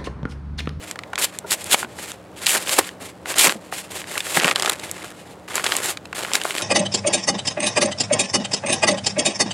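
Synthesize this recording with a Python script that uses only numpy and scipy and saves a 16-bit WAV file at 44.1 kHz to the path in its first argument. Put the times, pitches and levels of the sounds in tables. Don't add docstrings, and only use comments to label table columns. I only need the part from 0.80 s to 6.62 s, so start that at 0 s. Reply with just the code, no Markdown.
import sys
import numpy as np
from scipy import signal
from scipy.fft import rfft, irfft
from scipy.io import wavfile

SR = 44100
rng = np.random.default_rng(int(sys.argv[2]) if len(sys.argv) > 2 else 0)


def unload_audio(sound):
    columns = np.transpose(np.atleast_2d(sound))
    steps = np.round(np.clip(columns, -1, 1) * 32767)
    wavfile.write(sys.argv[1], SR, steps.astype(np.int16))


N = 256662
TIME = np.arange(N) / SR


# start in seconds, length in seconds, treble level in dB, fastest
# point as a fraction of the length, body relative to treble in dB as the blade breaks out.
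BLADE_STROKES = [(0.413, 0.039, -17, 0.6, -13), (0.705, 0.042, -19.5, 0.5, -9.5),
                 (0.906, 0.036, -12.5, 1, -9.5), (1.664, 0.098, -18, 0.51, -1), (1.98, 0.013, -10.5, 1, 1),
                 (2.582, 0.096, -12, 0.36, -3)]

def rips(thin_body_db=-16.5, breakout_s=0.027, flap_hz=4120, flap_fall_s=0.12, flap_db=-3.5):
    fibres = clicks(per_s=11000, spread_db=2.5)
    fibres *= slips(per_s=290, spread_db=0.5, fade_s=0.0027, steady=1.3)
    treble, body = sheet(fibres, tilt_db_per_octave=1.7)
    out = np.zeros(N)
    for start, length, db, fastest, breakout_db in BLADE_STROKES:
        near_edge = np.exp(-((TIME - start - length) / breakout_s) ** 2)
        body_db = thin_body_db + (breakout_db - thin_body_db) * near_edge
        force = stroke(start, length, fastest, sag_db=4, attack_share=0.011, release_s=0.0039)
        cut = gain_of(db) * force * (treble + gain_of(body_db) * body)
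        falling_hz = flap_hz * np.exp(-np.maximum(TIME - start, 0) / flap_fall_s)
        out += cut + gain_of(flap_db) * resonate(cut, falling_hz, width_hz=1100)
    return out


# time in seconds, peak level in dB.
SHEET_RELEASES = [(0.9444, -5.5), (1.9914, -14)]

def pops(width_s=0.00044):
    out = np.zeros(N)
    for s, db in SHEET_RELEASES:
        u = (TIME - s) / width_s
        out += gain_of(db) * (u ** 2 - 1) * np.exp(-u ** 2 / 2)
    return out


# time in seconds, rms level over the first
# 4 ms in dB, centre frequency in Hz.
CREASE_SNAPS = [(0.1123, -24, 4750), (0.158, -29.5, 1700), (0.1905, -26, 2100), (0.236, -31, 2060),
                (0.333, -22, 1360), (0.3568, -22.5, 3330), (0.3791, -19.5, 2510), (0.588, -23, 7600),
                (0.843, -27.5, 9700), (0.9444, -9.5, 2260), (1.0296, -19.5, 1440), (1.047, -27, 1550),
                (1.187, -30, 1500), (1.318, -28.5, 3900), (1.6615, -19.5, 4330), (1.667, -9.5, 3830),
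                (1.676, -20.5, 2570), (1.8731, -23.5, 2600), (1.894, -18, 4060), (2.091, -29, 2700),
                (2.458, -25, 1530), (2.5418, -24.5, 2720), (2.6713, -10.5, 3600), (2.695, -15, 2580),
                (2.925, -22.5, 870), (3.217, -31, 2920), (3.242, -31.5, 2230), (3.3786, -18, 4550),
                (3.405, -19, 3530), (3.572, -9, 1660), (3.5994, -16.5, 3050), (3.6116, -23, 2010),
                (3.6451, -10.5, 2600), (3.68, -13, 2440), (3.687, -14.5, 1830), (3.7122, -12.5, 2020),
                (3.7594, -12.5, 3380), (3.7975, -18, 3200), (3.8234, -16.5, 4870), (3.8318, -24, 1960),
                (3.86, -15.5, 3520), (3.875, -19, 1350), (3.897, -12.5, 6940), (3.933, -26, 5800),
                (3.9978, -31, 3800), (4.0375, -30.5, 2220), (4.1137, -22.5, 7900), (4.7557, -17, 6700),
                (4.7801, -17.5, 1850), (4.797, -23, 1410), (4.843, -18, 4500), (4.8648, -16.5, 3460),
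                (4.869, -19.5, 4250), (4.9212, -13.5, 2440), (4.9528, -24, 3500), (4.9666, -14.5, 7900),
                (5.059, -22.5, 7460), (5.1724, -26, 2550), (5.2553, -33, 2710), (5.329, -23.5, 1660),
                (5.449, -22, 1930), (5.517, -24.5, 2300), (5.5353, -15, 5260), (5.554, -11, 3730),
                (5.615, -21, 2840), (5.6368, -25, 6500), (5.652, -16, 1060), (5.7077, -21.5, 3000),
                (5.765, -24.5, 3080), (5.782, -20.5, 3250)]

def snaps(front=3.55, rise_s=0.0002, lead_s=0.004, facet_db=5.5, facet_octaves=0.083, size=2048):
    t, out = np.arange(size) / SR - lead_s, np.zeros(N)
    noises = rng.standard_normal((len(CREASE_SNAPS), size))
    jerk_times = rng.uniform([-.003, .001, .004], [-.0005, .004, .008], (len(CREASE_SNAPS), 3))
    for (s, db, hz), noise, times in zip(CREASE_SNAPS, noises, jerk_times):
        ring_s = 0.0014 * (3000 / hz) ** .5
        flip = np.exp(np.minimum(t, 0) / rise_s) * np.exp(-abs(t) / ring_s)
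        jerks = sum((t > at) * np.exp(-2 * abs(t - at) / ring_s) for at in times)
        drag = 0.19 * np.clip(db / 20 + 1.6, 0, 1)
        drive = noise * (flip + drag * jerks)
        drive[round(lead_s * SR)] -= front

        def focus_db(f):
            octaves = np.log2(f / hz)
            return facet_db / (1 + (octaves / facet_octaves) ** 2) - 11.5 * np.log10(1 + octaves ** 4)

        snap = colour(drive, PAPER_AND_MIC_SPECTRUM, focus_db, size=1024)
        onset_rms = np.sqrt(np.mean(snap[(t >= 0) & (t < lead_s)] ** 2))
        add(out, s - lead_s, gain_of(db) * snap / onset_rms)
    return out


# start in seconds, length in seconds, treble level in dB, fastest
HAND_MOVES = [(0.0, 0.12, -40.5, 0.5, 0.26), (0.385, 0.11, -25, 0, 0.06), (0.509, 0.048, -39.5, 0.88, 0.23),
              (0.66, 0.18, -34.5, 0.53, 0), (0.853, 0.16, -27, 0.69, 0.02), (1.06, 0.17, -40, 0.96, 0.02),
              (1.161, 0.18, -34.5, 0.41, 0.02), (1.558, 0.1, -37, 0.43, 0.12),
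              (1.766, 0.021, -20.5, 0.19, 0.12), (1.798, 0.21, -34, 0.07, 0.11),
              (1.876, 0.11, -23.5, 0.55, 0), (1.989, 0.13, -26.5, 0, 0.04), (2.197, 0.095, -34, 0.38, 0.03),
              (2.452, 0.068, -26.5, 1, 0.17), (2.554, 0.17, -24, 0.52, 0.4), (2.734, 0.64, -49, 0.5, 0.15),
              (2.913, 0.13, -31.5, 0.36, 0), (3.102, 0.12, -32.5, 0.5, 0.07),
              (3.263, 0.12, -29, 0.85, 0.14), (3.403, 0.18, -23.5, 1, 0.07),
              (3.556, 0.14, -24.5, 0.74, 0.82), (3.744, 0.19, -31.5, 0.58, 0.74),
              (3.976, 0.17, -38.5, 0.5, 0.35), (4.15, 0.17, -40.5, 0.56, 0.6),
              (4.337, 0.28, -46.5, 0.11, 0.02), (4.677, 0.29, -35, 0.26, 0.35),
              (4.741, 0.036, -25.5, 0.54, 0.25), (4.838, 0.19, -26.5, 0.12, 0.51),
              (4.956, 0.16, -27, 0.63, 0.12), (5.347, 0.11, -30, 0.42, 0.4), (5.43, 0.24, -36.5, 0.48, 0.5),
              (5.536, 0.021, -23.5, 0.72, 0.4), (5.644, 0.1, -28, 0.23, 0.36),
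              (5.74, 0.07, -29.5, 0.55, 0.8)]

def handling(grip_db=-59.5, slow_db=-46):
    sliding = bending = gain_of(grip_db) ** 2 / 2
    for start, length, db, fastest, share in HAND_MOVES:
        force = stroke(start, length, fastest, sag_db=5, attack_share=0.043, release_s=0.02)
        power = (gain_of(db) * force) ** 2
        sliding = sliding + (1 - share) * power
        bending = bending + share * power
    speed = np.clip((10 * np.log10(sliding + bending) - slow_db) / 20, 0, 1)
    return np.sqrt(sliding) * hiss(speed) + np.sqrt(bending) * crackle()


def hiss(speed, flutter_db=3.5, body_db=-9):
    friction = clicks(per_s=16000, spread_db=4.5) * gain_of(flutter_db * drift(per_s=24))
    bright = sheet(friction, tilt_db_per_octave=0.3)
    dull = sheet(friction, tilt_db_per_octave=-3)
    treble, body = speed * bright + (1 - speed) * dull
    return treble + gain_of(body_db) * body


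def crackle(low_hz=190, body_db=-1):
    creases = facets(per_s=3000, cycles=2.1, low_hz=1104, high_hz=13440)
    clumps = slips(per_s=190, spread_db=2, fade_s=0.002, steady=0.5)
    ticks = clicks(per_s=170, spread_db=2.5)
    crumple = sheet(folds(creases) * clumps, tilt_db_per_octave=-3)
    crumple += sheet(ticks, tilt_db_per_octave=-2.5)
    treble, body = butterworth(crumple, 2, low_hz, "high")
    return treble + gain_of(body_db) * body


def facets(per_s, cycles, low_hz, high_hz, count=24):
    t, out = np.arange(512) / SR, np.zeros(N)
    for hz in np.geomspace(low_hz, high_hz, count):
        ring = unit_rms(np.exp(-t * hz / cycles) * np.sin(2 * np.pi * hz * t)) * np.sqrt(hz)
        out += signal.oaconvolve(clicks(per_s / count, spread_db=0), ring)[:N]
    return unit_rms(out)


def folds(x, fold_hz=2000, fold_db=5):
    wandering_hz = fold_hz * np.exp(.5 * drift(per_s=20))
    return unit_rms(x + gain_of(fold_db) * resonate(x, wandering_hz, width_hz=420))


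# frequency in Hz, relative spectrum level in dB.
PAPER_AND_MIC_SPECTRUM = [(40, -23), (130, -13.5), (330, 7), (750, 8.5), (4900, -3.5), (5900, -6),
                          (7400, 0.5), (11800, -5.5), (13200, -13), (15800, -19.5)]

def sheet(drive, tilt_db_per_octave, split_hz=2000):
    sound = colour(drive, PAPER_AND_MIC_SPECTRUM, lambda hz: tilt_db_per_octave * np.log2(hz / split_hz))
    return np.array([unit_rms(butterworth(sound, 3, split_hz, kind)) for kind in ("high", "low")])


# time in seconds, gain in dB, lowest mode in Hz.
ENVELOPE_FLEXES = [(0.644, -22, 427), (1.04, -26, 233), (1.989, -14.5, 317), (2.214, -25.5, 279),
                   (2.671, -15.5, 188), (2.752, -19.5, 216), (3.569, -11, 177), (3.644, -12, 177)]

def thumps(ring_s=0.0086, rise_s=0.0045, overtone_gain=0.88):
    t, out = np.arange(SR // 10) / SR, np.zeros(N)
    mode_ratios = rng.uniform([1.3, 1.9, 2.6], [1.7, 2.4, 3.6], (len(ENVELOPE_FLEXES), 3))
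    for (s, db, hz), ratios in zip(ENVELOPE_FLEXES, mode_ratios):
        lowest = np.sin(2 * np.pi * hz * t) * np.exp(-t / ring_s)
        overtones = sum(np.sin(2 * np.pi * k * hz * t) * np.exp(-t * k ** .5 / ring_s) for k in ratios)
        add(out, s, gain_of(db) * (lowest + overtone_gain * overtones) * (1 - np.exp(-t / rise_s)))
    return butterworth(out, 4, 120, "high")


def reflections(x, level_db=-22, decay_s=0.011, delay_s=0.003):
    t = np.arange(SR // 10) / SR
    echoes = rng.standard_normal(len(t)) * np.exp(-t / decay_s) * (t > delay_s)
    scatter = signal.lfilter([1], [1, -.5], echoes)
    return x + gain_of(level_db) * signal.fftconvolve(x, scatter / np.linalg.norm(scatter))[:N]


# frequency in Hz, relative spectrum level in dB.
AIR_SPECTRUM = [(36, -53), (76, 0), (304, -3), (552, -0.5), (774, -5), (2430, -22), (15000, -40.5)]

def open_air(level_db=-43, side_db=-18, swell_db=1):
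    centre, side = (unit_rms(colour(rng.standard_normal(N), AIR_SPECTRUM)) for _ in range(2))
    swell = gain_of(-swell_db * drift(per_s=5.4))
    return gain_of(level_db) * (centre * swell + gain_of(side_db) * np.array([side, -side]))


# frequency in Hz, rms level in dB.
MACHINE_TONES = [(182.5, -52.5), (305, -53.5)]

def machine_hum(waver_hz=1.155):
    out = np.zeros(N)
    for hz, db in MACHINE_TONES:
        phase = 2 * np.pi * np.cumsum(hz + waver_hz * drift(per_s=6.5)) / SR
        out += gain_of(db) * np.sqrt(2) * np.sin(phase)
    return out


def stroke(start, length, fastest, sag_db, attack_share, release_s):
    t = np.maximum(TIME - start, 0)
    arch = gain_of(-sag_db * (2 * (np.minimum(t / length, 1) - fastest)) ** 2)
    attack_s = attack_share * fastest * length + 1 / SR
    release = np.exp(-np.clip((t - length) / release_s, 0, 20))
    return arch * (1 - np.exp(-t / attack_s)) * release


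def clicks(per_s, spread_db):
    size = gain_of(spread_db * np.minimum(rng.exponential(1, N), 4))
    return size * rng.choice([-1, 1], N) * (rng.random(N) < per_s / SR)


def slips(per_s, spread_db, fade_s, steady):
    jerks = signal.lfilter([1], [1, -np.exp(-1 / (fade_s * SR))], abs(clicks(per_s, spread_db)))
    return unit_rms(steady + unit_rms(jerks))


def drift(per_s):
    rolloff = 1 + (np.fft.rfftfreq(N, 1 / SR) / per_s) ** 4
    return unit_rms(irfft(rfft(rng.standard_normal(N)) / rolloff, N))


def resonate(x, hz, width_hz):
    turn = np.exp(2j * np.pi * np.cumsum(hz) / SR)
    pole = np.exp(-np.pi * width_hz / SR)
    return 2 * (turn * signal.lfilter([1 - pole], [1, -pole], x / turn + 1e-18)).real


def colour(x, spectrum, extra_db=lambda hz: 0, size=4096):
    hz = np.maximum(abs(np.fft.fftfreq(size, 1 / SR)), 10)
    points_hz, db = np.transpose(spectrum)
    log_gain = np.log(gain_of(np.interp(np.log(hz), np.log(points_hz), db) + extra_db(hz)))
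    taps = np.fft.ifft(np.exp(np.conj(signal.hilbert(log_gain)))).real
    return signal.fftconvolve(x, taps[:size // 2])[:len(x)]


def butterworth(x, order, hz, kind):
    return signal.sosfilt(signal.butter(order, hz, kind, fs=SR, output="sos"), x)


def gain_of(db):
    return 10 ** (np.asarray(db) / 20)


def unit_rms(x):
    return x / np.sqrt(np.mean(x ** 2) + 1e-20)


def add(mix, s, sound):
    part = mix[max(round(s * SR), 0):][:len(sound)]
    part += sound[:len(part)]


def scene():
    paper = handling() + rips() + pops() + snaps() + thumps()
    return reflections(paper) + open_air() + machine_hum()


def record(dry, slope_db=-29, cutoff_hz=15950):
    ports = dry + gain_of(slope_db) * np.gradient(dry, axis=1) * [[1], [-1]]
    limited = ports / (1 + ports ** 6) ** (1 / 6)
    low_pass = signal.firwin(301, cutoff_hz, window=("kaiser", 8), fs=SR)
    return signal.oaconvolve(limited, low_pass[None], "same")


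dry = scene()
out = record(dry)
unload_audio(out)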